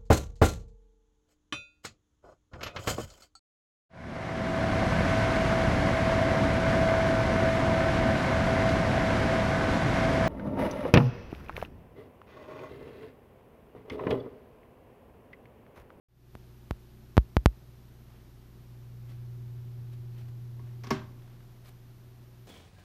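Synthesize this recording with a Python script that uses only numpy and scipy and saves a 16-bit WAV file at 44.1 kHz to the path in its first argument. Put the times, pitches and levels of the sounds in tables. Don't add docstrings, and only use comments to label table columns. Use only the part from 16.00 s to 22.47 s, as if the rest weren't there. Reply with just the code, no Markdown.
import sys
import numpy as np
from scipy import signal
from scipy.fft import rfft, irfft
from scipy.io import wavfile

SR = 44100
rng = np.random.default_rng(int(sys.argv[2]) if len(sys.argv) > 2 else 0)


def to_wav(sig):
    pcm = np.clip(np.atleast_2d(sig), -1, 1) * 32767
    pcm = np.round(pcm).astype(np.int16)
    wavfile.write(sys.argv[1], SR, pcm.T)


N = 285327
TIME = np.arange(N) / SR
CUTOFF_HZ = 14330


def from_db(db):
    return 10 ** (np.asarray(db) / 20)


def rms_one(x):
    return x / np.sqrt(np.mean(x ** 2) + 1e-20)


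def at_hz(points, hz):
    table = np.array(points)
    return np.interp(np.log(hz), np.log(table[:, 0]), table[:, 1])


def drift(per_s):
    knots = rng.standard_normal(2000)
    return np.interp(TIME * per_s, np.arange(len(knots)), knots)


def noise(colour, size=N):
    hz = np.maximum(np.fft.rfftfreq(size, 1 / SR), 1)
    heard = (hz > 20) & (hz < CUTOFF_HZ)
    white = rfft(rng.standard_normal(size))
    return rms_one(irfft(white * from_db(at_hz(colour, hz)) * heard, size))


def tone(hz, waver):
    return np.sqrt(2) * np.sin(2 * np.pi * (hz * TIME + rng.random()) + waver * drift(2.93))


def low_pass(x, hz):
    return signal.sosfilt(signal.butter(1, hz, fs=SR, output="sos"), x)


def high_pass(x, hz, q):
    w = 2 * np.pi * hz
    return signal.lfilter(*signal.bilinear([1, 0, 0], [1, w / q, w * w], SR), x)


def resonance(x, hz, q):
    return signal.lfilter(*signal.iirpeak(hz, q, fs=SR), x)


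def decay(t, t60):
    return np.exp(-np.log(1000) * t / t60)


def ease(s, length):
    return (1 + np.sin(np.pi * np.clip((TIME - s) / length, -.5, .5))) / 2


# (midpoint [s], length [s], hum change [dB], throb change [dB], motor tones change [dB])
CAMERA_MOVES = [(2.8, 1.05, 14.5, -8, 2.5), (5.1, 1, -11, 2, -4.5)]

def standing_waves():
    throb_lag_s, tones_lag_s = .72, .27
    hum_db, throb_db, tones_db = np.zeros((3, N))
    for s, length, hum_change, throb_change, tones_change in CAMERA_MOVES:
        hum_db += hum_change * ease(s, length)
        throb_db += throb_change * ease(s + throb_lag_s, length)
        tones_db += tones_change * ease(s + tones_lag_s, length)
    return hum_db, throb_db, tones_db


# (frequency [Hz], level [dB])
FAN_TONES = [(29.4, -60), (138.6, -65), (178, -69.5), (220.8, -66.5), (278, -77), (339, -73.5),
             (360.1, -67.5), (378.8, -68.5)]
# (frequency [Hz], relative level [dB])
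AIR_EQ = [(25, -18), (45, -15), (90, -1), (150, -0.5), (230, -5), (330, -8), (500, -14), (1000, -18),
          (2000, -23.5), (4000, -26), (6000, -29), (8000, -35), (10500, -32), (14000, -26)]

def exhaust_fan():
    hum_ride_db, throb_ride_db, tones_ride_db = standing_waves()
    hum_gain = from_db(-55.5 + hum_ride_db)
    hum = hum_gain * tone(hz=120.05, waver=.13)
    boom = hum_gain * from_db(-17) * rms_one(resonance(noise(AIR_EQ), hz=85, q=6))
    throb = from_db(-57.5 + throb_ride_db) * tone(hz=59, waver=.26)
    tones = sum(from_db(db + 2 * drift(2.94)) * tone(hz, waver=.6) for hz, db in FAN_TONES)
    tones *= from_db(-3 + tones_ride_db)
    air = from_db(-59.5) * noise(AIR_EQ)
    return hum + boom + throb + tones + air


# (peak time [s], level [dB], half length [s], low-pass [Hz])
RUSTLES = [(2.148, -64, 0.062, 2000), (3.115, -60.5, 0.032, 4500), (3.934, -61.5, 0.011, 5000),
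           (4.198, -61.5, 0.038, 5000), (4.291, -61, 0.0058, 5000), (4.693, -61.5, 0.029, 1200),
           (5.315, -65, 0.14, 2000), (5.672, -59.5, 0.022, 14300)]
# (frequency [Hz], relative level [dB])
CLOTH_EQ = [(200, -14), (500, 5), (1300, 3), (3200, 1), (5000, -5), (8000, -8), (14000, 0)]

def clothes_rustle():
    friction = rms_one(noise(CLOTH_EQ) * from_db(4.2 * drift(140)))
    out = np.zeros(N)
    for s, db, half_s, top_hz in RUSTLES:
        swell = np.exp(-.5 * ((TIME - s) / half_s) ** 2)
        out += from_db(db) * swell * low_pass(friction, top_hz)
    return out


# (time [s], height [relative], rise [ms], leak rate [1/s])
POPS = [(0.3529, -.036, 0.061, 500), (0.7098, 0.14, 0.047, 7.5), (1.1693, 0.2, 0.036, 4),
        (1.17887, 0.93, 0.088, 6), (1.36807, 0.49, 0.048, 27), (1.4596, 0.79, 0.029, 7)]

def handling_pops():
    snap_db, snap_power = -11, .71
    pressure, edge = np.zeros((2, N))
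    for s, height, rise_ms, leak in POPS:
        since = TIME - s
        rise = (1 + np.tanh(since * 1000 / rise_ms)) / 2
        pressure += height * rise * np.exp(-leak * np.maximum(since, 0))
        edge += np.sign(height) * abs(height) ** snap_power * from_db(snap_db) * (since >= 0)
    case_knock = from_db(-7.5) * resonance(pressure, hz=1100, q=1.17)
    port_snap = resonance(edge, hz=13800, q=2.7)
    pops = pressure + case_knock + port_snap
    pops += from_db(-25) * resonance(pops, hz=636, q=8.3)
    wobbling = high_pass(pops, hz=54.2, q=2.43)
    return high_pass(wobbling, hz=75, q=.73)


# (frequency [Hz], relative level [dB])
ROOM_EQ = [(100, 2), (250, 4), (500, -11), (1100, 3), (2000, -3), (3200, -5.5), (5800, -11), (8000, -19),
           (11000, -24), (14000, -27)]
# (frequency [Hz], t60 [s])
ROOM_T60 = [(100, 0.71), (260, 0.78), (700, 0.49), (1840, 0.32), (4850, 0.3), (12800, 0.18)]

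def room_tail(t, build_s):
    spectrum = rfft(noise(ROOM_EQ, size=len(t)))
    hz = np.fft.rfftfreq(len(t), 1 / SR)
    edges = np.geomspace(50, CUTOFF_HZ, 10)
    tail = np.zeros(len(t))
    for low, high in zip(edges, edges[1:]):
        band = irfft(spectrum * (hz >= low) * (hz < high), len(t))
        tail += band * decay(t, at_hz(ROOM_T60, np.sqrt(low * high)))
    return tail * (1 - np.exp(-t / build_s))


# (frequency [Hz], level [dB], t60 [s])
LID_MODES = [(79, -39, 0.29), (146.6, -29.5, 0.21), (225, -28.5, 0.23), (243, -28.5, 0.19),
             (263.5, -34.5, 0.176), (301, -35.5, .2), (384.3, -28.5, .22), (626, -45.5, 0.36),
             (767, -40, 0.18), (939, -31, 0.079), (1060, -30, 0.025), (1113, -29, 0.1), (1580, -43.5, 0.33),
             (1706, -42, 0.14), (2105, -41.5, 0.1), (2145, -37.5, 0.077), (2290, -50, 0.17),
             (3860, -70, 0.15), (4460, -52, .19), (5310, -34, 0.051), (5740, -43, 0.1), (5970, -56, 0.15)]

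def lid_ring(t, attack_cycles, scatter_db):
    ring = np.zeros(len(t))
    for hz, db, t60 in LID_MODES:
        gain = from_db(db + scatter_db * rng.standard_normal())
        partial = np.sin(2 * np.pi * (hz * t + rng.random()))
        attack = 1 - np.exp(-t * hz / attack_cycles)
        ring += gain * partial * attack * decay(t, t60)
    return ring


# (time [s], crack level [dB], ring level [dB], low-pass [Hz])
LID_HITS = [(4.5935, -26, -22, 880), (4.8364, -16.5, -18.5, 14000), (4.844, -18, -34, 6000),
            (4.8696, -15.5, -20, 10000), (4.9058, -2, -19, 15000), (4.9079, .5, 2.2, 4800),
            (5.6571, -27, -43, 12000)]
# (frequency [Hz], relative level [dB])
CRACK_EQ = [(150, -13), (400, 2.5), (550, 1.5), (1000, -7), (1500, -5), (2000, -3.5), (3200, -10.5),
            (4500, -10.5), (5900, -8.5), (8000, -29), (11000, -28), (14000, -16)]

def lid_clacks():
    out = np.zeros(N)
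    t = np.arange(SR // 2) / SR
    for s, crack_db, ring_db, top_hz in LID_HITS:
        crack = from_db(-27) * noise(CRACK_EQ, size=len(t)) * decay(t, t60=.04)
        tail = from_db(-37) * room_tail(t, build_s=.0058)
        ring = lid_ring(t, attack_cycles=1.14, scatter_db=1.5)
        hit = from_db(crack_db) * (crack + tail) + from_db(ring_db) * ring
        start = round(s * SR)
        out[start:start + len(t)] += low_pass(hit, top_hz)
    return out


def scene():
    return (handling_pops() + lid_clacks() + exhaust_fan() + clothes_rustle())[None]


def record(dry):
    open_s, full_s, ceiling = .085, .38, .9
    fade = (TIME >= open_s) * np.minimum(TIME / full_s, 1) ** 1.43
    top_cut = signal.ellip(10, .1, 70, CUTOFF_HZ, fs=SR, output="sos")
    return signal.sosfilt(top_cut, np.clip(dry * fade, -ceiling, ceiling))


dry = scene()
out = record(dry)
to_wav(out)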